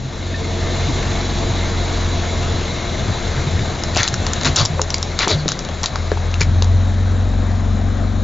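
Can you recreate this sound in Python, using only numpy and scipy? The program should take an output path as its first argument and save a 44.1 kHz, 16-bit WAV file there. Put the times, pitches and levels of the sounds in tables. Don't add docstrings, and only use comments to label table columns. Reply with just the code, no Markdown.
import sys
import numpy as np
from scipy import signal
from scipy.fft import rfft, irfft, next_fast_len
from scipy.io import wavfile
from scipy.ndimage import uniform_filter1d

SR = 44100
rng = np.random.default_rng(int(sys.argv[2]) if len(sys.argv) > 2 else 0)


def volts_from_decibels(level):
    exponent = np.asarray(level, float) / 20
    return 10 ** exponent


def persist_wave(psi):
    counts = np.round(np.clip(psi, -1, 1) * 32767).astype(np.int16)
    wavfile.write(sys.argv[1], SR, np.atleast_2d(counts).T)


N = 362943

# time in seconds, pitch in Hz.
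FIRING_PITCH = [(0, 44.55), (.9, 44.7), (1.5, 44.95), (2.1, 43.65), (2.7, 42.5), (3.3, 42.25),
                (4.05, 42.05), (4.7, 42.55), (5.3, 42.05), (5.7, 41.35), (6.3, 43.0), (6.9, 45.4),
                (7.2, 45.75), (7.5, 45.4), (7.8, 46.25), (8.1, 46.95)]
# time in seconds, firing tone in dB, second order in dB, roar in dB.
ENGINE_LEVELS = [(0, -32.5, -30.5, -39.5), (.32, -34.5, -24, -34), (.8, -25.5, -20, -29),
                 (1.3, -23.5, -24.5, -29.5), (1.95, -23.5, -19.5, -29.5), (2.5, -27, -21, -30),
                 (3.05, -26, -28, -30), (3.55, -31, -24.5, -30), (4.1, -29.5, -23.5, -30.5),
                 (4.45, -26.5, -21, -28), (4.8, -29, -23.5, -33.5), (5.1, -31, -26, -32.5),
                 (5.6, -31.5, -31.5, -33.5), (6, -26.5, -22, -32.5), (6.74, -18.5, -11.5, -33.5),
                 (6.95, -21, -15.5, -33), (8.23, -19.5, -19, -34.5)]
# time in seconds, upper orders in dB, exhaust nearness 0-1, lean to the left in dB.
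ROLLING_BY = [(0, -32, 0, 0), (.5, -23, 0, -1), (2.2, -23, 0, -1), (3, -24, .1, 0), (4, -26, .2, 0),
              (5, -28, .3, 0), (6.1, -28, .5, 1), (6.6, -22, .9, 1), (7.2, -20, 1, 1), (8.23, -19, 1, 2.5)]
# multiple of the firing pitch, level in dB.
BAY_ORDERS = [(.5, -11), (1.5, -20), (2.5, -22), (3, -10), (3.5, -19), (4, -18), (4.5, -12), (5, -20),
              (5.5, -15), (6, -27), (7, -26)]
PIPE_ORDERS = [(.5, -10), (1.5, -11), (2.5, -22), (3, -20), (3.5, -16), (4, -24), (4.5, -11), (5, -13),
               (5.5, -21), (6, -17), (7, -26)]
# pitch in Hz, level in dB re upper orders.
PANEL_HUMS = [(152, -21), (278, -18), (351, -12), (453, -16)]
# frequency in Hz, density in dB per Hz.
BAY_SPECTRUM = [(30, -1.5), (100, 1.5), (200, -6), (400, -8), (700, -10), (1000, -12), (1900, -17),
                (2350, -19), (3200, -21), (3500, -26), (4000, -15.5), (4400, -21), (4900, -23),
                (7000, -21.5)]
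PIPE_SPECTRUM = [(30, -9.5), (100, 2), (250, -13), (330, -12.5), (720, -10), (880, -16.5), (1300, -16.5),
                 (2050, -24), (2800, -31), (3300, -29), (3900, -22.5), (4400, -30), (4800, -35),
                 (7000, -31)]
# centre in Hz, width in Hz, level in dB.
WHINES = [(670, 33, -37), (1800, 24, -49.5), (2135, 73, -40.5), (3386, 60, -41), (3570, 110, -41.5),
          (3740, 120, -41), (3962, 50, -38.5), (4300, 110, -46), (6510, 10, -45), (6380, 19, -53.5)]
# centre in seconds, level in dB, length in seconds, eddy rate in Hz.
GUSTS = [(.056, -24, 0.13, 130), (0.889, -18, .04, 130), (0.896, -22.5, 0.027, 300), (1.501, -21, .06, 120),
         (2.55, -23, .06, 110.4), (3.0, -19.5, .04, 135.4), (3.025, -17, .04, 85),
         (3.088, -18.5, 0.056, 110.3), (3.09, -21.5, .05, 170), (3.119, -15, 0.035, 89.7),
         (3.298, -23, .1, 90), (3.39, -20, .05, 135), (3.47, -20, .06, 145), (3.559, -17, .07, 91.7),
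         (3.612, -17.5, .035, 115), (3.96, -15, .04, 90), (4.009, -19, .04, 115),
         (4.149, -22.5, .06, 119.5), (4.201, -22.5, 0.073, 94.7), (4.469, -24, .08, 251),
         (4.622, -12.5, 0.053, 94.6), (4.75, -21, .05, 64.6), (5.344, -16, .05, 95),
         (6.513, -24.5, .23, 109.2), (6.756, -24, .11, 109.5), (7.529, -24.5, .033, 110),
         (7.745, -25, 0.027, 200)]
# start in seconds, peak in dB, starting ring in Hz,
# t60 in seconds, fall of pitch as a share.
POPS = [(.342, -23, 1800, .25, 0), (.346, -29, 2560, .1, 0), (.33, -15, 240, .1, 0),
        (3.9655, -3, 850, .018, .25), (3.966, -8, 420, .03, .2), (4.7945, -6, 1300, .018, .5),
        (4.796, -13, 480, .02, .3), (5.2742, -2, 1200, .012, .5), (5.2745, -6, 420, .02, .2),
        (5.4585, -5, 480, .026, .5), (5.459, -9, 240, .03, .2), (5.957, -10, 1700, .018, .4),
        (5.84, -12, 1150, .02, .1), (3.974, -10, 900, .016, .3), (5.69, -15, 900, .014, .5),
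        (6.1175, -2.5, 560, .022, .3), (6.119, -12, 270, .03, .2), (6.173, -10, 950, .014, .2),
        (6.228, -17, 700, .016, .2), (6.41, -10, 500, .025, .2), (6.414, -12, 1000, .02, .1),
        (6.415, -11, 2300, .014, .05), (5.609, -14, 500, .016, .3), (6.622, -12, 600, .016, .3)]
# peak time in seconds, peak in dB, ring in
# Hz, knock in Hz, knock in dB re ring.
SNAPS = [(3.5929, -15.5, 3510, 2170, 10.0), (3.8369, -8.5, 5210, 1505, -6),
         (3.9488, -14, 3770, 2370, -6), (3.961, -4.5, 3830, 2700, 4.4), (3.9673, -8.5, 4160, 1370, 6),
         (3.9729, -0.5, 6370, 2790, -5.1), (4.0317, -0.5, 6330, 2010, 1.5),
         (4.0779, -1, 3910, 2940, -9), (4.0852, -6, 6380, 1590, -5.7), (4.1416, -4, 4900, 1415, 0),
         (4.2669, -7.5, 4390, 2000, -4), (4.3346, -7.5, 6910, 1700, -14.5),
         (4.4124, -12.5, 4030, 1820, -6), (4.4344, -11, 3840, 2140, -1.4),
         (4.448, -3, 5180, 2000, -2), (4.4565, -6.5, 3780, 2670, -1.8), (4.4723, -9, 6740, 2690, 0),
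         (4.5614, -1.5, 6330, 3200, -13.5), (4.5644, -2, 7170, 2670, -9),
         (4.5863, -3.9, 4480, 1240, -13), (4.597, -6.5, 4050, 2650, -10.8),
         (4.6526, -0.5, 5760, 905, -6.5), (4.658, -3, 5360, 900, -15.0),
         (4.817, 1, 6530, 1083, -3.5), (4.8452, -29, 4600, 900, 8.6),
               (4.9046, -6.5, 5700, 950, -10.9), (4.9432, -3, 4880, 2250, -5),
               (4.9831, -16.1, 4970, 900, -1), (5.0286, -7, 5560, 1080, -10.8),
               (5.1907, -2, 3670, 1370, -1.5), (5.281, -4.5, 5730, 1120, -12),
               (5.4811, -2, 3900, 1810, -10), (5.4884, -0.4, 6650, 1290, -8),
               (5.519, -5.5, 6240, 1490, -0.6), (5.5917, -10, 5620, 1530, -21),
               (5.65, -18.5, 6670, 2930, -10), (5.6889, -17.1, 3380, 1060, 5), (5.833, -5.5, 5700, 904, -7),
               (5.8401, -6.1, 4160, 1110, -3), (5.8595, -2, 3940, 1290, -11), (5.9583, -9.5, 4650, 900, 11),
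               (6.1175, -12.5, 3960, 1650, 14), (6.315, -25, 3810, 1060, 5), (6.3417, -13, 4100, 2680, 12),
               (6.398, -23.5, 3770, 1870, -1), (6.4096, -6, 5490, 2600, 1.5),
               (6.4161, -3.5, 3160, 2350, 7.5), (6.4323, -13.5, 6200, 900, 0),
               (6.6234, -6.5, 3940, 907, -5), (6.6448, -18, 6850, 900, 0)]
# start in seconds, level in dB, tyre ring in Hz, t60 in seconds.
THUMPS = [
    (3.962, -22, 88, 0.16),
    (4.462, -17.5, 143, 0.72),
    (4.615, -10.5, 110, 0.13),
    (4.7, -15.5, 151.4, 0.57),
    (5.346, -13.5, 150, 0.76),
    (6.412, -11, 152, 0.11),
    (6.46, -21, 151, .7),
]
# start in seconds, rise in seconds, fall in seconds, top hiss in dB, middle part in dB re hiss.
SQUIRTS = [(3.976, .015, 0.052, -17.5, -2.5), (4.036, 0.012, .034, -23, -3),
           (4.452, 0.0091, 0.041, -17, -2), (4.567, .043, .036, -15.5, -7), (5.195, 0.033, .035, -19, 0.5),
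           (5.285, 0.031, 0.039, -18.5, -7), (5.493, 0.0029, 0.038, -30, -3),
           (5.863, .004, 0.023, -26.5, -20), (6.406, 0.011, 0.022, -21.5, 1),
           (5.834, 0.0073, 0.013, -22.5, -1.5)]
# frequency in Hz, density in dB per Hz.
JET_SPECTRUM = [(200, 0), (420, -3), (1000, -2), (1300, -1), (1600, -5), (2100, -2), (2500, -7),
                (3000, -11), (4100, -3), (4600, -5), (5200, -9), (7000, -10)]
# centre in seconds, level in dB, ring in Hz, length in seconds.
CAVITIES = [(4.001, -23, 1790, .04), (3.993, -23.5, 2500, .03), (4.467, -23.5, 3970, 0.028),
            (4.8, -24, 500, .04), (4.601, -23.5, 3900, .06), (4.6, -24, 1230, .05),
            (5.223, -23.5, 2058, .045), (5.223, -29, 1150, .04), (5.305, -21.5, 400, .06),
            (5.315, -25, 620, .035), (5.317, -20.5, 4120, .05), (5.299, -27, 2300, 0.045),
            (5.222, -22.5, 3950, .045), (4.045, -28, 4050, 0.023), (5.51, -28, 4000, .04),
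            (5.4, -34.5, 4300, .04), (3.99, -23, 3600, .03)]
# centre in seconds, depth in dB, length in seconds.
BASS_CUTS = [(0.918, -9, 0.024), (2.802, -6.5, 0.25), (3.179, -8, 0.025), (3.784, -5.5, 0.12),
             (4.06, -15.5, 0.074), (4.157, -11, 0.068), (4.407, -4.5, 0.063), (4.556, -21, 0.033),
             (4.686, -19.5, .05), (5.3, -17.5, .09), (5.5, -23, 0.099), (5.666, -7.5, 0.045),
             (5.895, -22.5, .05)]
# frequency in Hz, likeness 0-1.
LIKENESS = [(45, 0.995), (90, 0.96), (160, 0.96), (420, 0.93), (1130, 0.91), (2990, 0.99), (7950, 0.95)]
# frequency in Hz, left-right difference in dB.
CAR_LEAN = [(45, 1.5), (85, 2.5), (140, -2.5), (310, 7), (690, 6), (1560, 3.5), (3520, 1.5), (7950, 0)]
TUB_LEAN = [(60, -10), (200, 3.5), (690, 4.5), (2340, 3), (7950, 2)]
# frequency in Hz, gain in dB.
BAND_EDGE = [(7330, 0), (7370, -22), (7460, -35), (8600, -44), (10500, -85)]
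TOP_HZ = 7000


def evened(x):
    return x / np.sqrt(np.mean(x ** 2) + 1e-20)


def read(points, hz):
    f, value = np.transpose(points)
    return np.interp(np.log(hz + 1), np.log(f + 1), value)


def curves(rows, t):
    s, *columns = np.transpose(rows)
    return [np.interp(t, s, c) for c in columns]


def add(mix, s, sound):
    part = mix[round(s * SR):][:len(sound)]
    part += sound[:len(part)]


def wander(smooth, count=1):
    width = max(int(smooth / 16), 1)
    steps = rng.standard_normal((count, N // 16 + 2))
    steps = uniform_filter1d(uniform_filter1d(steps, width), width)
    return np.squeeze([np.interp(np.arange(N) / 16, np.arange(len(s)), evened(s)) for s in steps])


def band(x, lo_hz, hi_hz, order=2):
    return signal.sosfilt(signal.butter(order, [lo_hz, hi_hz], "band", fs=SR, output="sos"), x)


def padded_hz():
    size = next_fast_len(N // 2 + 1, True) * 2
    return size, np.fft.rfftfreq(size, 1 / SR)


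def colour(x, points):
    size, hz = padded_hz()
    return irfft(rfft(x, size) * volts_from_decibels(read(points, np.minimum(hz, TOP_HZ))), size)[:N]


def bass_cut(t):
    return sum(db * np.exp(-((t - s) / (0.51 * length)) ** 2) for s, db, length in BASS_CUTS)


def engine_orders(t):
    hz, = curves(FIRING_PITCH, t)
    first_db, second_db, _ = curves(ENGINE_LEVELS, t) + bass_cut(t)
    upper_db, near, _ = curves(ROLLING_BY, t)
    turns = np.cumsum(hz * (1 + 0.0023 * wander(1502))) / SR
    tone = volts_from_decibels(first_db + 1.2 * wander(2400)) * np.cos(2 * np.pi * turns)
    tone += volts_from_decibels(second_db + 0.88 * wander(1500)) * np.cos(4 * np.pi * turns + 0.9)
    shakes = wander(1600, count=len(BAY_ORDERS))
    for (k, bay_db), (_, pipe_db), shake in zip(BAY_ORDERS, PIPE_ORDERS, shakes):
        level_db = upper_db + (1 - near) * bay_db + near * pipe_db + 1.5 * shake
        tone += volts_from_decibels(level_db) * np.cos(2 * np.pi * (k * turns + rng.random()))
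    tone += panel_hums(t, upper_db, near)
    return np.sqrt(2) * tone, turns


def panel_hums(t, upper_db, near):
    hum = np.zeros(N)
    for (hz, db), shake in zip(PANEL_HUMS, wander(1100, count=len(PANEL_HUMS))):
        level = volts_from_decibels(upper_db + db + 3.2 * shake) * (1 - near) ** 2
        hum += level * np.cos(2 * np.pi * hz * t + .8 * shake[::-1])
    return hum


def engine_roar(t, turns):
    frames, hz = N // 512 + 5, np.fft.rfftfreq(2048, 1 / SR)
    at = np.arange(frames) * 512 / SR
    near = curves(ROLLING_BY, at)[1]
    low_db = curves(ENGINE_LEVELS, at)[2] + 0.067 * bass_cut(at)
    high_db = low_db + 3 * (1 - near) - 1.23 * near
    a, b, c, d, patches = rng.standard_normal((frames, 1025, 5)).T
    patches = evened(uniform_filter1d(uniform_filter1d(patches, 18, 0), 5, 1))

    held = np.minimum(hz, TOP_HZ)
    shape = volts_from_decibels(np.outer(read(BAY_SPECTRUM, held), 1 - near) + np.outer(read(PIPE_SPECTRUM, held), near))
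    below = hz < 1500
    for part, gauged, db in (below, below & (hz > 300), low_db), (~below, ~below, high_db):
        shape[part] *= volts_from_decibels(db) / np.sqrt((shape[gauged] ** 2).sum(0))
    for f, width, db in WHINES:
        peak = np.exp(-((hz - f) / (width + 12)) ** 2)
        shape += np.outer(peak / np.linalg.norm(peak), volts_from_decibels(db + high_db + 20.5) * (1 - near))

    z = np.array([a + 1j * b, c + 1j * d]) * shape * volts_from_decibels(1.17 * patches)
    noise = 1.39 * signal.istft(z, nperseg=2048, noverlap=1536)[1][:, :N]
    puffs = 1 + 0.035 * np.cos(2 * np.pi * turns) + 0.047 * np.cos(np.pi * turns)
    return noise * puffs * volts_from_decibels(0.15 * wander(510))


def gusts(t):
    lumps, out = rng.standard_normal((2, N)), np.zeros((2, N))
    for s, db, length, hz in GUSTS:
        now = slice(max(round((s - length) * SR), 0), round((s + length) * SR))
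        shape = np.exp(-((t[now] - s) / (0.43 * length)) ** 2)
        swing = np.sqrt(2) * np.cos(2 * np.pi * hz * (t[now] - s))
        ragged = evened(band(lumps[:, now], hz / 1.8, hz * 1.83))
        out[:, now] += volts_from_decibels(db) * shape * (swing * [[1], [.6]] + 0.49 * ragged)
    return out


def pops():
    out, u = np.zeros(N), np.arange(2400) / SR
    for s, db, hz, t60, sag in POPS:
        fade = volts_from_decibels(db - 60 * u / t60) * np.minimum(u / 0.00024, 1)
        pitch = hz * (1 - sag * (1 - np.exp(-u / 0.0023)))
        add(out, s, -fade * np.sin(2 * np.pi * np.cumsum(pitch) / SR))
    return out


def snaps():
    out, u = np.zeros(N), np.arange(2400) / SR
    for s, db, hz, knock_hz, knock_db in SNAPS:
        fade = volts_from_decibels(-60 * u / 0.008) + 0.08 * volts_from_decibels(-60 * u / 0.042)
        burst = np.sign(rng.standard_normal(len(u))) * fade * np.minimum(u / 0.0007, 1) ** 2
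        burst[34] += 1.6
        wide = band(burst, 2600, 9000) + 0.5 * band(burst, 500, 2600)
        struck = volts_from_decibels(-60 * u / 0.0083) * np.minimum(u / 0.00042, 1)
        knock = volts_from_decibels(knock_db) * min(knock_hz / 1150, 1) * np.sin(2 * np.pi * knock_hz * u)
        rings = np.sin(2 * np.pi * hz * u) + knock
        crack = 1.2 * volts_from_decibels(-0.6 * max(knock_db, 0)) * wide / abs(wide).max()
        snap = crack + struck * rings / abs(rings).max()
        add(out, s - 0.0008, volts_from_decibels(db + 4.5) * snap / abs(snap).max())
    return out


def thumps():
    out, u = np.zeros(N), np.arange(SR // 2) / SR
    for s, db, hz, t60 in THUMPS:
        add(out, s, volts_from_decibels(db - 60 * u / t60) * np.minimum(u / 0.0018, 1) * np.sin(2 * np.pi * hz * u))
    return out


def squirts(t):
    grain_db = 2.2 * wander(34) + 1.5 * wander(260)
    air = colour(rng.standard_normal(N) * volts_from_decibels(grain_db), JET_SPECTRUM)
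    edges_hz = (3000, 9000), (1500, 3000), (250, 1500)
    parts = np.array([evened(band(air, *edges, order=3)) for edges in edges_hz])
    hiss, middle, low = parts * volts_from_decibels(2.0 * wander(90, count=3))
    out = np.zeros(N)
    for s, rise, fall, db, middle_db in SQUIRTS:
        now = slice(round(s * SR) - 100, round((s + rise + fall) * SR) + 100)
        u = t[now] - s
        dying = np.clip((u - rise) / fall, 0, 1)
        level_db = db + 0.3 - 0.5 * np.clip(1 - u / rise, 0, 1) - 16 * dying ** 1.23
        gate = np.clip(np.minimum(u, rise + fall - u) / 0.0023 + .5, 0, 1)
        lingers_db = 2 * dying
        middle_gain, low_gain = volts_from_decibels(middle_db + .4 * lingers_db), volts_from_decibels(-6 + lingers_db)
        jet = hiss[now] + middle_gain * middle[now] + low_gain * low[now]
        out[now] += gate * volts_from_decibels(level_db) * jet
    return out


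def cavities():
    sharpness, slide = 4.5, .12
    out, u = np.zeros(N), np.arange(-4000, 4000) / SR
    for s, db, hz, length in CAVITIES:
        breath = rng.standard_normal((2, len(u)))
        r = np.exp(-np.pi * hz / sharpness / SR)
        fuzz = signal.lfilter([1], [1, -2 * r, r * r], breath[0] + 1j * breath[1])
        pitch = hz * (1 - slide * np.tanh(u / length))
        ring = (fuzz * np.exp(2j * np.pi * np.cumsum(pitch) / SR)).real
        add(out, s + u[0], volts_from_decibels(db) * evened(ring) * np.exp(-(u / (0.67 * length)) ** 2))
    return out


def ground_scatter(x):
    u = np.arange(3000) / SR
    tails = rng.standard_normal((2, 3000)) * volts_from_decibels(-60 * u / 0.1) * (u > .001)
    return [signal.oaconvolve(x, evened(k) / np.sqrt(3000))[:N] for k in tails]


def ports(x, lean, other):
    size, hz = padded_hz()
    same = read(LIKENESS, hz)
    mid = np.sqrt((1 + same) / 2) * rfft(x, size)
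    side = np.sqrt((1 - same) / 2) * rfft(other, size)
    balance = volts_from_decibels(np.outer([.5, -.5], read(lean, hz)))
    return irfft(np.array([mid + side, mid - side]) * balance, size)[:, :N]


def scene():
    t = np.arange(N) / SR
    tone, turns = engine_orders(t)
    noise = engine_roar(t, turns) + gusts(t)
    crush = pops() + snaps() + thumps() + squirts(t) + cavities()
    echo, other = ground_scatter(crush)
    car = ports(tone + noise[0], CAR_LEAN, np.roll(tone, 180) + noise[1])
    car *= volts_from_decibels(np.outer([.5, -.5], curves(ROLLING_BY, t)[2]))
    return car + ports(crush + volts_from_decibels(-11.0) * echo, TUB_LEAN, 0.4 * other)


def roll_off(x):
    return signal.sosfilt(signal.butter(12, 8550, fs=SR, output="sos"), x)


def record(dry):
    peak_db = 20 * np.log10(abs(dry).max(0) + 1e-6)
    fall = np.arange(N) * 200.0 / SR
    over_db = np.maximum(np.maximum.accumulate(peak_db + fall) - fall + 3, 0)
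    ducked = dry / volts_from_decibels(.3 * uniform_filter1d(over_db, 60))
    overloaded = 1.754 * np.tanh(ducked / 2.008)
    size, hz = padded_hz()
    narrow = irfft(rfft(overloaded, size) * volts_from_decibels(read(BAND_EDGE, hz)), size)[:, :N]
    return roll_off(np.clip(narrow, -.98, .98))


dry = scene()
out = record(dry)
persist_wave(out)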